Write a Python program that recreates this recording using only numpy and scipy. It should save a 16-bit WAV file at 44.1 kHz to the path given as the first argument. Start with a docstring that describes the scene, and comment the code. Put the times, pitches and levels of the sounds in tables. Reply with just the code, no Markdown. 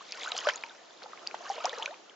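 """On a flooded meadow, close by, rubber boots wade two steps through shallow water.
Each boot slaps the surface and drags a wash of small bubbles and spray. Trapped air rings as a damped
oscillator: larger bubbles plop, most gliding upward, hollows gulp as they close, and falling drops tick.
A faint wind hisses in the grass."""
import sys
import numpy as np
from scipy import signal
from scipy.fft import rfft, irfft, next_fast_len
from scipy.io import wavfile
from scipy.ndimage import map_coordinates

SR = 44100
rng = np.random.default_rng(int(sys.argv[2]) if len(sys.argv) > 2 else 0)


def output_pcm(signal):
    """Save a mono or channel-first signal as 16-bit PCM at the path in sys.argv[1].

    Samples are clipped to [-1, 1] before scaling.
    """
    pcm = np.clip(np.atleast_2d(signal).T, -1, 1) * 32767
    wavfile.write(sys.argv[1], SR, np.round(pcm).astype(np.int16))


N = 94815

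# envelope of the stirred water: time_s, level_db
STIRRING = [(0.08, -59), (0.18, -45.5), (0.26, -44), (0.42, -42.5), (0.465, -43), (0.535, -45),
            (0.6, -49.5), (0.78, -56.5), (0.99, -60.5), (1.04, -49.5), (1.11, -55), (1.25, -53.5),
            (1.4, -50.0), (1.6, -45.5), (1.7, -45.5), (1.84, -41.5), (1.98, -60), (2.13, -58.5)]
# left-right coherence of the wind and the rumble: frequency_hz, coherence
AIR_COHERENCE = [(60, 0.22), (200, 0.39), (500, 0.2), (2000, 0.18), (7000, 0.27)]
# left-right coherence of the water noise: frequency_hz, coherence
WATER_COHERENCE = [(150, .5), (500, 0.54), (7000, 0.29)]


def amp(db):
    """Decibels to amplitude ratio."""
    return 10 ** (np.asarray(db) / 20)


def unit_rms(x):
    """Normalisation to an rms of 1."""
    return x / np.sqrt(np.mean(x ** 2) + 1e-20)


def at_frequency(points, hz):
    """Interpolation of (frequency_hz, value) points on a logarithmic frequency axis."""
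    knots_hz, values = np.transpose(points)
    return np.interp(np.log(hz + 1), np.log(knots_hz + 1), values)


def envelope(points):
    """Linear interpolation of (time_s, value) points at every sample."""
    return np.interp(np.arange(N) / SR, *np.transpose(points))


def wobble(rate_hz):
    """Random modulation: a spline through rate_hz Gaussian values a second."""
    return map_coordinates(rng.standard_normal(N // 10), [np.arange(N) * rate_hz / SR])


def filtered(x, response):
    """Linear filtering: the spectrum times a frequency response."""
    size = next_fast_len(N + SR // 2)
    return irfft(rfft(x, size) * response(np.fft.rfftfreq(size, 1 / SR)), size)[..., :N]


def stereo_noise(spectrum, coherence):
    """Partly coherent coloured noise of rms 1: the balance of mid and side sets the coherence."""
    def response(hz):
        angle = np.arccos(np.clip(at_frequency(coherence, hz), -1, 1)) / 2
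        return amp(at_frequency(spectrum, hz)) * [np.cos(angle), np.sin(angle)]
    mid, side = filtered(rng.standard_normal((2, N)), response)
    return unit_rms(np.array([mid + side, mid - side]))


def place(start_s, sounds, pans=0):
    """Superposition of sounds, one a row, panned by amplitude."""
    index = (np.round(start_s * SR).astype(int) + np.arange(sounds.shape[1])).ravel()
    return np.array([np.bincount(index, (sounds * (1 + side * pans)).ravel(), N)[:N] for side in (1, -1)])


def wind():
    """Wind in the grass makes faint broadband flow noise, whose level sways slightly."""
    # noise spectrum: frequency_hz, density_db
    spectrum = [(15, -93), (25, -50), (209, -11.5), (236, -10), (272, -9), (345, -4.5), (380, -5.5),
                (642, -6), (1480, -18.5), (2220, -21), (2820, -19), (3490, -21), (7500, -27), (9750, -50.5),
                (16500, -120)]
    return amp(-53 + 2.1 * wobble(rate_hz=4.19)) * stereo_noise(spectrum, AIR_COHERENCE)


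def bubble(t, hz, decay_s, rise_per_s, waver_cycles=0):
    """A damped oscillator of trapped air; a positive rise lifts its pitch as it nears the surface."""
    onset_cycles, burst_s = 0.55, 5.74 * decay_s  # bursting at the surface cuts the ring short
    onset = 1 - np.exp(-t * hz / onset_cycles)
    fade = np.exp(-t / decay_s - (t / burst_s) ** 4)
    cycles = hz * (t + rise_per_s * t * t / 2) + waver_cycles
    return np.sin(2 * np.pi * cycles) * fade * onset


def plops():
    """Large bubbles and single drops: a snap at pinch-off, then a resonance jostled by moving water."""
    # bubbles and drops that stand out: start_s, pitch_hz, level_db, decay_ms, relative_rise_per_s
    bubbles = [ (.008, 1036, -35.5, 8.2, 18), (0.1222, 4870, -18, 0.4, 18), (0.1264, 2480, -26, 0.83, 15),
               (0.2338, 3580, -24, 0.67, -10), (0.2453, 2230, -29, 0.75, -6), (0.261, 1210, -23.5, 2, 29),
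               (0.274, 1422, -28, 7, 11.5), (0.3186, 3870, -20, 1.17, 1), (0.3203, 2910, -16.5, 0.51, 4),
               (.3197, 743, -30.5, 7.3, -5), (.349, 664, -30.5, 6.2, 17), (0.3665, 3100, -20.5, 0.57, -10),
               (0.3794, 6240, -18.5, 0.36, -2), (0.3886, 3120, -23, 1.3, -10),
               (0.451, 1073, -31.5, 32, 15.5), (0.4702, 606, -13, 8.4, -3), (0.4707, 1500, -12.5, 0.92, 3),
               (0.486, 1403, -19, 4.5, 15.5), (0.4896, 3160, -22, 2.8, -7.5), (0.4862, 952, -24, 5.5, 7.5),
               (0.496, 1610, -23, 5.5, 78), (0.5359, 5730, -36, 1.8, 18), (0.5584, 6700, -32, 2.3, 17),
               (0.6367, 2086, -22, 1.7, 95), (0.641, 916, -39.5, 16, 1), (0.696, 3630, -39.5, 2.1, 12),
               (0.707, 1523, -43, 8.6, -1), (.908, 3600, -44, 1.2, -5), (1.02, 1445, -43, 2.5, 22),
               (1.032, 4400, -28.5, 0.29, 0), (1.037, 4120, -30.5, 0.42, -26), (1.04, 498, -39.5, 9, 8.5),
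               (1.0603, 810, -30, 3.6, 8), (1.0955, 900, -38, 1.8, -19), (1.133, 1210, -28, 2.5, 3),
               (1.175, 2170, -34, 1.1, -9), (1.231, 1240, -41.5, 6.8, 11), (1.2682, 2780, -30.5, 1.07, -11),
               (1.273, 4620, -19, 0.89, 13), (1.3434, 840, -16, 1.93, -11), (1.312, 2310, -29, 0.82, 28),
               (1.4535, 1086, -39, 23, 5), (1.466, 1560, -32, 2.1, 7), (1.4939, 5800, -34.5, 1.16, 4),
               (1.5, 786, -19.5, 12, 0.5), (1.5548, 397, -40.5, 18, 17), (1.5796, 590, -29.5, 6.7, 8.5),
               (1.581, 950, -30, 3.2, 9), (1.6047, 1197, -33.5, 11, 9), (1.645, 618.4, -18, 11.1, 33),
               (1.6458, 3020, -19.5, 0.42, -8), (1.6556, 5250, -12.5, 0.31, 2), (1.6593, 990, -32, 3.6, 21),
               (1.6646, 1039, -25, 5.6, 45), (1.6947, 3520, -22, 0.76, 1), (1.7303, 1745, -32, 5.5, 19),
               (1.675, 492, -33, 23, 5.5), (1.7299, 462, -28.5, 6, 5), (1.778, 455, -34, 12, 5.5),
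               (1.7848, 5900, -28, 0.28, 0), (1.797, 816, -30.5, 11.5, 12.5), (1.8194, 886, -31.5, 13, 2),
               (1.825, 3000, -22, 1.2, 0), (1.8293, 3300, -24.5, 1.05, 16), (1.8573, 6170, -33, 1.1, -2),
               (1.8595, 2430, -19.5, 1.7, -7), (1.8597, 4000, -21.5, 0.47, -12),
               (1.8768, 1403, -32.5, 5, 20), (1.943, 2490, -30.5, 0.51, -10), (2.097, 3140, -39.5, 1.4, 0)]
    start_s, hz, level_db, decay_ms, rise_per_s = np.transpose(bubbles)[:, :, None]
    t = np.arange(SR // 10) / SR
    noise = rng.standard_normal((len(bubbles), 3, len(t)))
    waver_cycles, waver_db, waver_hz = 0.07, 1.75, 285
    phase = np.array([map_coordinates(row, [t * waver_hz]) for row in noise[:, 0]])
    swell = np.array([map_coordinates(row, [t * waver_hz]) for row in noise[:, 1]])
    jostle = 1 - np.exp(-t / 0.018)
    ring = bubble(t, hz, decay_ms / 1000, rise_per_s, waver_cycles * jostle * phase)
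    ring *= amp(waver_db * jostle * swell)
    snap = amp(-17) * hz / 4000 * noise[:, 2] * np.exp(-t / 0.0005)  # larger bubbles snap more softly
    return place(start_s, amp(level_db) * (ring + snap))


def swarm(count, samples, pitch_hz, log_spread, decay_cycles, glide, spread_db):
    """Incoherent sum of bubbles, rms 1; glide is the mean relative rise in pitch per decay time."""
    timing, loudness, climb = rng.random((3, count, 1))
    tuning, longevity, pan = rng.standard_normal((3, count, 1))
    hz = np.clip(pitch_hz * np.exp(log_spread * tuning), 420, 7500)
    decay_s = decay_cycles / hz * np.exp(0.5 * longevity)
    t = np.arange(samples) / SR
    rings = bubble(t, hz, decay_s, 2 * climb * glide / decay_s) * np.sqrt(1 - t / t[-1])
    level_db = spread_db * np.minimum(-np.log(1 - loudness), np.pi) - 2 * longevity
    start_s = (np.arange(count)[:, None] + timing) / count * N / SR
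    return unit_rms(place(start_s, amp(level_db) * rings, 0.078 * pan))


def churn():
    """Air entrained as the boots push the water: mid-sized bubbles resonate over a soft wash."""
    # spectrum of the wash: frequency_hz, density_db
    spectrum = [(100, -50), (250, -15.5), (550, 8), (1300, 4), (2500, -14.5), (5000, -49), (9000, -44)]
    gurgle = swarm(count=900, samples=1500, pitch_hz=1104.7, log_spread=0.4754,
                   decay_cycles=6, glide=0.065, spread_db=5)
    wash = stereo_noise(spectrum, WATER_COHERENCE) * amp(0.67 * wobble(rate_hz=70))
    return amp(envelope(STIRRING)) * (amp(-3) * gurgle + amp(-4.5) * wash)


def spray():
    """Tiny drops ring on impact; the harder the splash, the more they stand out of the fine hiss."""
    # envelope of the spray: time_s, level_db
    splashing = [(0.02, -56), (0.15, -51), (0.24, -44.5), (0.33, -51.5), (0.375, -43), (0.43, -48.5),
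                 (0.49, -44.5), (0.53, -50), (0.62, -55.5), (0.8, -61.5), (1.25, -63.5), (1.42, -57.2),
                 (1.48, -50), (1.56, -50.5), (1.65, -50.5), (1.83, -51.5), (1.92, -64.5), (2.13, -70.5)]
    # spectrum of the hiss: frequency_hz, density_db
    spectrum = [(300, -54), (1500, 8), (3000, 0.5), (5000, -10.5), (7000, -4), (9000, -3)]
    level_db = envelope(splashing)
    drops = swarm(count=2800, samples=400, pitch_hz=3940, log_spread=0.389,
                  decay_cycles=4, glide=0.025, spread_db=5.5)
    drops_db = -2.5 + 0.26 * (level_db - level_db.mean())
    hiss = stereo_noise(spectrum, WATER_COHERENCE) * amp(2 * wobble(rate_hz=220))
    return amp(level_db) * (amp(drops_db) * drops + amp(-8.5) * hiss)


def rumble():
    """Very faint low noise, amplitude-modulated by the envelope of the stirred water."""
    # noise spectrum: frequency_hz, density_db
    spectrum = [(20, -5), (60, -4.5), (150, -15.5), (600, -64)]
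    return amp(envelope(STIRRING) - 47.5) * stereo_noise(spectrum, AIR_COHERENCE)


def slaps():
    """Impacts of boots and sheets of water on the surface: noise bursts that decay exponentially."""
    # impacts: start_s, level_db, decay_s
    impacts = [(0.4692, -30.5, .007), (0.4872, -22, 0.0071), (0.6375, -31.5, 0.0014), (1.021, -47.5, .012),
               (1.3458, -39, 0.0086), (1.64, -36, 0.015), (1.6525, -37, 0.011)]
    # spectrum of an impact: frequency_hz, density_db
    spectrum = [(120, -34), (350, -9), (800, 5.5), (2000, -2.5), (3500, -8.5), (8000, -23)]
    start_s, level_db, decay_s = np.transpose(impacts)[:, :, None]
    t = np.arange(N) / SR - start_s
    bursts = amp(level_db) * np.exp(-np.abs(t) / decay_s) * (t > 0)
    return bursts.sum(axis=0) * stereo_noise(spectrum, WATER_COHERENCE)


def gulps():
    """Cavity resonance: water closes over a hollow, whose fluttering note rises as it shrinks."""
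    # hollows behind a boot: start_s, length_s, first_hz, last_hz, level_db
    hollows = [(1.399, .035, 682, 840, -45), (1.873, .07, 555, 1140, -39)]
    start_s, length_s, first_hz, last_hz, level_db = np.transpose(hollows)[:, :, None]
    progress = np.minimum(np.arange(SR // 10) / SR / length_s, 1)
    hz = first_hz + (last_hz - first_hz) * progress ** 2.72  # the pitch climbs late
    swell = np.sqrt(np.abs(np.sin(np.pi * progress)))
    notes = amp(level_db) * swell * np.sin(2 * np.pi * np.cumsum(hz, axis=1) / SR)
    return place(start_s, notes) * amp(2.5 * wobble(rate_hz=200))


def scatter(x):
    """Diffuse reflection from water, legs and grass: a short tail, different for each ear."""
    t60_s, onset_s = 0.07, 0.00067
    t = np.arange(SR // 4) / SR
    tail = rng.standard_normal((2, len(t))) * amp(-60 * t / t60_s) * (1 - np.exp(-t / onset_s))
    return signal.fftconvolve(x.mean(axis=0)[None], tail / np.linalg.norm(tail[0]), axes=1)[:, :N]


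def scene():
    """Superposition of the wading, its faint reflections, the rumble and the wind."""
    water = plops() + gulps() + slaps() + churn() + spray()
    low_cut = signal.butter(3, 290, "high", fs=SR, output="sos")  # bubbles and splashes radiate no bass
    water = signal.sosfilt(low_cut, water)
    return water + amp(-15.5) * scatter(water) + rumble() + wind()


def record(dry):
    """Two close, band-limited microphone ports; low notes reach the right one slightly earlier."""
    # microphone response: frequency_hz, gain_db
    sensitivity = [(20, -12), (6800, 5), (7400, 1), (7900, -16), (8300, -13), (9000, -23)]
    bass_lag_s, lag_corner_hz, cutoff_hz = 45e-6, 1900, 9006

    def response(hz):
        lag_s = bass_lag_s / (1 + (hz / lag_corner_hz) ** 2)
        phase_shift = np.exp(1j * np.pi * hz * lag_s * np.array([[-1], [1]]))
        return phase_shift * amp(at_frequency(sensitivity, hz)) * (hz < cutoff_hz)
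    return filtered(dry, response)


dry = scene()
out = record(dry)
output_pcm(out)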